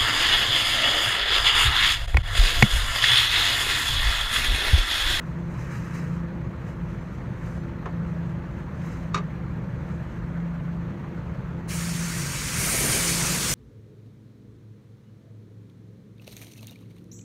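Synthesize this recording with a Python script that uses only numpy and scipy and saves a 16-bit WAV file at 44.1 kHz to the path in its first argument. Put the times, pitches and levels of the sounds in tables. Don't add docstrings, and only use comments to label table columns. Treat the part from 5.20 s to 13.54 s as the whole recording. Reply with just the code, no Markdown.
import sys
import numpy as np
from scipy import signal
from scipy.fft import rfft, irfft
from scipy.io import wavfile
from scipy.ndimage import uniform_filter1d

SR = 44100
rng = np.random.default_rng(int(sys.argv[2]) if len(sys.argv) > 2 else 0)


def int16_out(signal):
    q = np.round(np.clip(np.atleast_2d(signal).T, -1, 1) * 32767)
    wavfile.write(sys.argv[1], SR, q.astype(np.int16))


def magnitude_from_level(level_db):
    exponent = np.asarray(level_db, float) / 20
    return 10 ** exponent


N = 367794


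def evened(x):
    return x / np.sqrt(np.mean(x ** 2) + 1e-20)


def read(points, hz):
    f, value = np.transpose(points)
    return np.interp(np.log(hz + 1), np.log(f + 1), value)


def columns(rows, t):
    s, *values = np.transpose(rows)
    return [np.interp(t, s, v) for v in values]


def hump(hz, centre_hz, octaves):
    return np.exp(-(np.log2((hz + 1) / centre_hz) / octaves) ** 2)


def drift(size):
    return evened(uniform_filter1d(uniform_filter1d(rng.standard_normal(N), size=size), size=size))


def resonate(x, hz, width_hz):
    turn = np.exp(2j * np.pi * np.cumsum(hz * np.ones(len(x))) / SR)
    r = np.exp(-np.pi * width_hz / SR)
    return 2 * (turn * signal.lfilter([1 - r], [1, -r], x / turn)).real


def ringing(hz, width_hz):
    return evened(resonate(resonate(rng.standard_normal(N), hz, width_hz), hz, width_hz))


def noise(colour, size, patchy_db, flicker_db, lift=lambda hz, t: 0):
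    hop = size // 4
    hz = np.fft.rfftfreq(size, 1 / SR)[:, None]
    t = np.arange(N // hop + 5) * hop / SR
    a, b, patches = rng.standard_normal((len(t), len(hz), 3)).T
    patches = uniform_filter1d(patches, size=5, axis=0)
    patches = evened(uniform_filter1d(patches, size=12, axis=1))
    flicker = evened(uniform_filter1d(rng.standard_normal(len(t)), size=3))
    z = (a + 1j * b) * magnitude_from_level(read(colour, hz) + patchy_db * patches + flicker_db * flicker)
    both = np.array([z, z * magnitude_from_level(lift(hz, t))])
    plain, lifted = signal.istft(both, nperseg=size, noverlap=size - hop)[1][:, :N]
    return lifted / np.std(plain)


def jet():
    # start_s, level_db (pressure), aim (0-1, into small hollow), near_db (large hollow)
    trigger = [(6.47, -49, .8, 0), (6.52, -40.5, .5, -.5), (6.62, -38.5, .2, -.5), (6.74, -39.7, .15, -1),
               (6.86, -38.5, .15, 1), (7, -37.8, .2, .5), (7.13, -37, .1, 2), (7.24, -35.8, .1, -.5),
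               (7.345, -34.4, .27, 1), (7.405, -32, .78, .5), (7.52, -30.5, .9, -1), (7.6, -30.2, .92, 0),
               (7.76, -29.3, .65, 2.5), (7.86, -29, .45, -1), (7.97, -30.3, .3, 0), (8.08, -29.7, .2, 1),
               (8.2, -30, .3, -1), (8.34, -29.7, .35, -1.5)]
    # pitch_hz, level_db (per Hz)
    nozzle = [(410, -52), (700, -29), (956, -5.5), (1310, -1), (1930, -1), (2220, 1), (2960, -4.5),
              (3700, -5.5), (6700, 0), (7730, -2.5), (8920, -0.5), (9770, -2), (10600, -11), (11400, -9),
              (14200, -15.5), (15600, -16)]
    # centre_hz, width_octaves, level_db, aimed_db (more when aimed), per_db (dB per dB of pressure)
    ridges = [(2200, .2, -2, 5.5, -.05), (3500, .13, 2.5, -3, .4), (4500, .06, .8, 0, -.15),
              (4950, .04, -.6, 0, .3), (1500, .3, -1.2, 1.2, -.1), (800, .25, 1.5, 0, -.2)]
    # pitch_hz, width_hz, level_db
    squeals = [(4150, 400, -50), (15500, 900, -51)]
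    full_db = -30
    sway_db = .45
    t = np.arange(N) / SR
    low_sway, high_sway = drift(size=1500), drift(size=1500)

    def hollows(hz, s):
        level_db, aim, near_db = columns(trigger, s)
        push_db = (level_db - full_db).clip(-10)
        low_db = -0.6 + near_db - .35 * push_db + sway_db * np.interp(s, t, low_sway)
        high_db = -3 + 8 * aim + sway_db * np.interp(s, t, high_sway)
        top = np.clip(np.log2((hz + 1) / 10000) / .15, 0, 1)
        lift_db = low_db * hump(hz, 1720, 0.7) + high_db * hump(hz, 9300, 0.23) + (-1 + 6 * aim) * top
        for centre_hz, octaves, db, aimed_db, per_db in ridges:
            lift_db = lift_db + (db + aimed_db * aim + per_db * push_db) * hump(hz, centre_hz, octaves)
        return lift_db

    level_db, aim, _ = columns(trigger, t)
    hiss = magnitude_from_level(level_db + 4.0) * noise(nozzle, size=512, patchy_db=1.45, flicker_db=0.5, lift=hollows)
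    buffet_db = -41 + 2.2 * (level_db - full_db) + 8 * aim + 2 * drift(size=700)
    rumble = resonate(resonate(rng.standard_normal(N), 297.5, 620), 280, 620)
    buffet = magnitude_from_level(buffet_db) * evened(rumble)
    since = np.maximum(t - trigger[0][0], 0)
    squeal = sum(magnitude_from_level(db) * ringing(hz, width) for hz, width, db in squeals)
    squeal = squeal * magnitude_from_level(-60 * since / .45)
    opening = np.minimum(since / .023, 1) ** 2
    return (hiss + buffet + squeal) * opening


def knocks(blows, part):
    # pitch_hz, level_db (per Hz)
    loose = [(150, -44), (400, -1), (1200, 2), (2500, -6), (4000, -15), (7000, -17), (8800, -33),
             (15500, -58)]
    detune, spot_db = .018, 2.5
    rattle_share = .47
    out = np.zeros(N)
    u = np.arange(SR // 4) / SR
    hz_axis = np.fft.rfftfreq(len(u), 1 / SR)
    dull = 1 / (1 + (hz_axis / 3000) ** 4)
    rise = np.sin(np.pi / 2 * np.minimum(u / 0.0021, 1)) ** 2
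    chances = rng.random((len(blows), len(part), 3))
    for (s, db, hard_db, weight_db, last), chance in zip(blows, chances):
        tilt_db = lambda hz: hard_db * np.log2(np.maximum(hz / 1000, 1)) + weight_db * (hz < 900)
        ring = np.zeros(len(u))
        for k, ((hz, mode_db, t60), (p, q, d)) in enumerate(zip(part, chance)):
            fade_db = mode_db + spot_db * (2 * q - 1) + tilt_db(hz) - 60 * u / (t60 * last)
            shifted_hz = hz * (1 + detune * (2 * d - 1))
            ring += magnitude_from_level(fade_db) * np.sin(2 * np.pi * (shifted_hz * u + k / 2 + 0.25 * p))
        z = rfft(rng.standard_normal(len(u))) * magnitude_from_level(read(loose, hz_axis) + tilt_db(hz_axis))
        low, high = irfft(z * np.array([dull, 1 - dull]), len(u)) / np.std(irfft(z, len(u)))
        rattle = 1.46 * (low * magnitude_from_level(-60 * u / (0.14 * last)) + high * magnitude_from_level(-60 * u / (0.067 * last)))
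        blow = magnitude_from_level(db - 7.0) * ((1 - rattle_share) * ring + rattle_share * rattle) * rise
        out[round(s * SR):][:len(u)] += blow
    return out


def sleeve():
    # pitch_hz, level_db (per Hz)
    cloth = [(530, -41), (900, -7), (990, -0.6), (1580, -1.2), (1840, 1.2), (2000, -3.5), (2800, -10.3),
             (3470, -28), (3860, -18.5), (4200, -22), (6520, -18.5), (7990, -22.5), (10500, -30.5),
             (12600, -28), (15600, -34.5)]
    # pitch_hz, width_hz, level_db
    weave = [(3960, 65, -6), (4700, 34, -4), (5220, 150, -9), (6140, 230, -7), (6700, 71, -3),
             (7550, 42, -4), (9000, 100, -8), (9500, 46, -11), (12600, 110, -12)]
    # peak_s (greatest speed), level_db, rise_s (over 10 dB), fall_s (over 10 dB)
    strokes = [(0.07, -68.5, .1, .3), (.36, -66, .08, .1), (0.44, -58.5, .12, .22), (0.53, -57, .04, .08),
               (0.57, -57, .06, .09), (0.67, -59.5, .07, .07), (0.73, -58.5, .035, .08),
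               (0.76, -54, .06, .1), (0.83, -61, .08, .08), (0.95, -65, .1, .07), (1.485, -62, .06, .06),
               (1.72, -69, .15, .15), (1.95, -69, .15, .15), (2.28, -60.5, .1, .12), (2.9, -70, .15, .15),
               (3.09, -71, .08, .06), (3.39, -68, .07, .06), (3.66, -62, .1, .1), (3.73, -59.5, .07, .1),
               (4.7, -69, .1, .4)]
    # start_s, peak_db
    ticks = [(0.3194, -62), (0.538, -60), (.557, -60), (.573, -61), (.755, -54), (.763, -57), (.788, -59),
             (.942, -63), (.956, -61), (1.490, -59), (1.506, -61), (1.620, -62), (2.260, -58),
             (2.2964, -62), (2.660, -62), (2.772, -64), (3.167, -66), (3.3714, -63), (3.49, -65),
             (3.516, -62), (3.6227, -55), (3.6625, -52), (3.6814, -58), (3.726, -58), (3.8364, -64),
             (3.9485, -59), (4.6194, -68)]
    t = np.arange(N) / SR
    duller = lambda hz, s: -1.5 * np.clip(np.log2((hz + 1) / 8000), 0, 1)
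    rub = noise(cloth, size=512, patchy_db=1.3, flicker_db=.7, lift=duller)
    rub = rub + 1.8 * sum(magnitude_from_level(db / 2) * resonate(rub, hz, width) for hz, width, db in weave)
    at = t[::64]
    power = np.zeros(len(at))
    for s, db, rise, fall in strokes:
        power += magnitude_from_level(db - 10 * np.maximum((s - at) / rise, (at - s) / fall)) ** 2
    speed = np.interp(t, at, np.sqrt(power))
    out = magnitude_from_level(11.0 + 1.2 * drift(size=900)) * speed * rub
    u = np.arange(300) / SR
    for (s, db), fibre in zip(ticks, rng.standard_normal((len(ticks), len(u)))):
        out[round(s * SR):][:len(u)] += magnitude_from_level(db - 3.0 - 60 * u / .006) * np.diff(fibre, prepend=0)
    return out


def cavity(x):
    # delay_s, level_db
    echoes = [(.0013, -26.5), (.0029, -20), (.0044, -20), (.0067, -15.5), (.0094, -17.5), (.0131, -25),
              (.0178, -16.5)]
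    taps = np.zeros(SR // 40)
    taps[0] = 1
    for k, (s, db) in enumerate(echoes):
        taps[round(s * SR)] = (-1) ** k * magnitude_from_level(db - 2.5)
    return signal.oaconvolve(x, taps / np.linalg.norm(taps))[:N]


def fan():
    # start_s, level_db (of the swell that follows), share (second fan, 0-1)
    beats = [(-.05, -37, .95), (.47, -37, .35), (1.37, -42, .95), (1.98, -42, .8), (2.55, -37, .8),
             (3.35, -38.5, .3), (4.55, -42, .9), (4.9, -36, .7), (5.78, -45, .95), (6.18, -36, .6),
             (7.18, -49, .95), (7.7, -39, .95), (8.2, -45, .8), (8.5, -45, .8)]
    # peak_s, level_db
    swells = [(.2, -49), (.55, -52), (1.05, -49), (1.25, -50), (1.7, -47), (2.5, -46), (3.05, -48.5),
              (3.35, -48.5), (3.7, -53), (4.2, -54), (4.55, -53), (4.78, -49), (5.3, -50), (5.7, -52),
              (5.92, -48), (6.35, -52), (7.0, -51), (7.75, -48), (8.05, -48), (8.3, -49)]
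    # multiple, level_db, width_hz
    overtones = [(1.001, -46, 14), (2.01, -63, 9), (3, -59.5, 6)]
    blade_hz = 169.25
    t = np.arange(N) / SR
    s, swell_db, share = np.transpose(beats)
    level_db = uniform_filter1d(swell_db[np.searchsorted(s, t) - 1], size=6000)
    share = np.interp(t, s, share)
    slip = np.pi * np.interp(t, s, np.arange(len(s)))
    turn = 2 * np.pi * blade_hz * t
    tone = magnitude_from_level(level_db + 1.2) * (np.sin(turn + slip) - share * np.sin(turn - slip))
    at = t[::256]
    swell = sum(magnitude_from_level(db) * np.exp(-((at - peak) / .15) ** 2) for peak, db in swells)
    octave = np.interp(t, at, swell) * np.sin(2.008 * turn + .6 * drift(size=4000))
    blur = sum(magnitude_from_level(db) * ringing(k * blade_hz, width) for k, db, width in overtones)
    return np.sqrt(2) * (tone + octave) + blur


def drone():
    # pitch_hz, level_db (per Hz)
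    low_colour = [(15, -46), (25, -26.5), (60, -3.5), (92, -9.5), (170, -4.5), (195, -10), (267, -16),
                  (297, -19), (335, -15.5), (389, -21.5), (517, -20.5), (719, -37), (900, -27.5),
                  (1170, -61), (1980, -120)]
    # pitch_hz, level_db (per Hz)
    top_colour = [(350, -22.5), (600, 0.5), (788, -8.5), (903, -2.5), (1170, -3), (1690, -6), (2190, -11),
                  (2690, -17), (3880, -26), (4210, -26), (4890, -33.5), (6340, -29), (7550, -36),
                  (9600, -40), (10400, -46.5), (11200, -42.5), (13600, -40.5), (15600, -47)]
    # pitch_hz, width_hz, level_db
    room_modes = [(47.5, 8.2, -49), (74.2, 11, -45.5), (118.5, 14, -41), (141.4, 12, -40), (192, 20, -44.5),
                  (256.4, 16.4, -53), (4113, 28, -78), (4600, 200, -82), (13450, 350, -91)]
    low = magnitude_from_level(-35.5) * noise(low_colour, size=4096, patchy_db=0.53, flicker_db=0.83)
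    top = magnitude_from_level(-47) * noise(top_colour, size=512, patchy_db=1.38, flicker_db=0.8)
    return low + top + sum(magnitude_from_level(db) * ringing(hz, width) for hz, width, db in room_modes)


def scene():
    # start_s, peak_db, hardness_db (per octave above 1 kHz),
    # weight_db (below 900 Hz), last (ring time factor)
    taps = [
        (2.6565, -25.5, -3.5, -4, 1),
        (2.6605, -27, -4.5, 3, 1),
        (2.6655, -33, -6, 9, 1),
        (2.674, -35, -6, 10, 1.1),
        (2.682, -39, -4, 8, 1),
    ]
    blows = [(3.934, -46, 5, -6, .9), (3.9395, -40, 6, -8, .8), (3.9438, -16, 3.5, -5, 0.7),
             (3.9495, -27, 5, 4, .8), (3.9545, -30, 4.5, 5, 0.85), (3.9600, -29, 0, 3, .7),
             (3.9640, -22, -1, 1, 0.6), (3.969, -33, 4, 3, .8), (3.9745, -28, 3.5, 3, .9),
             (3.981, -31, 1.5, 5, .9), (3.986, -33, 1, 2, .7), (3.993, -36, -3, 4, .8),
             (4.003, -35, -2, 5, .9)]
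    # pitch_hz, level_db, t60_s
    bracket = [(390, -2, .09), (520, -4, .1), (720, -7, .08), (1061, -1, .07), (1285, 4, .06),
               (1500, -5, .04), (1850, 1, .035), (2300, 0, .025), (2950, -2, .02), (4080, -14, .04),
               (5700, -17, .02), (6450, -15, .035), (8010, -17, .025), (9450, -17, .035)]
    # pitch_hz, level_db, t60_s
    part = [(380, -2, .1), (415, 2.5, 0.11), (235, -2, .1), (660, -6, 0.088), (1048, 2, 0.09),
            (1290, 3, 0.09), (1170, 13, 0.05), (1450, -1, 0.055), (2230, -3.5, .05), (2600, -3, .045),
            (3770, -5, .055), (4400, -10, 0.04), (5750, -15, 0.045), (6500, -17, .035)]
    near = cavity(jet() + sleeve())
    struck = knocks(blows, part) + knocks(taps, bracket)
    return np.tile(near + struck + fan() + drone(), (2, 1))


def top_cut(x):
    return signal.sosfilt(signal.butter(12, 15860, fs=SR, output="sos"), x)


def record(dry):
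    # start_s (centre), low_hz, high_hz
    unlike = [(1.82, 4800, 7600), (2.34, 6900, 11800), (2.41, 5600, 8300), (2.85, 6900, 11000),
              (4.66, 7600, 9000), (6.38, 5200, 7600), (6.80, 8300, 10400), (6.96, 13800, 15700),
              (8.31, 4100, 8300), (8.31, 14500, 15700)]
    size = 2048
    side = np.zeros(N)
    hz = np.fft.rfftfreq(size, 1 / SR)
    window = np.hanning(size)
    for s, low_hz, high_hz in unlike:
        at = min(round(s * SR) - size // 2, N - size)
        band = abs(rfft(dry[0, at:at + size] * window)) * (hz > low_hz) * (hz < high_hz)
        scrambled = band * np.exp(2j * np.pi * rng.random(len(hz)))
        side[at:at + size] += irfft(scrambled) * window * 1.506
    stereo = dry + side * np.array([[1], [-1]])
    over_hz = np.clip(np.fft.rfftfreq(N, 1 / SR) - 15725, 0, 200)
    mix = irfft(rfft(stereo) * magnitude_from_level(-.68 * over_hz), N)
    return top_cut(mix)


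dry = scene()
out = record(dry)
int16_out(out)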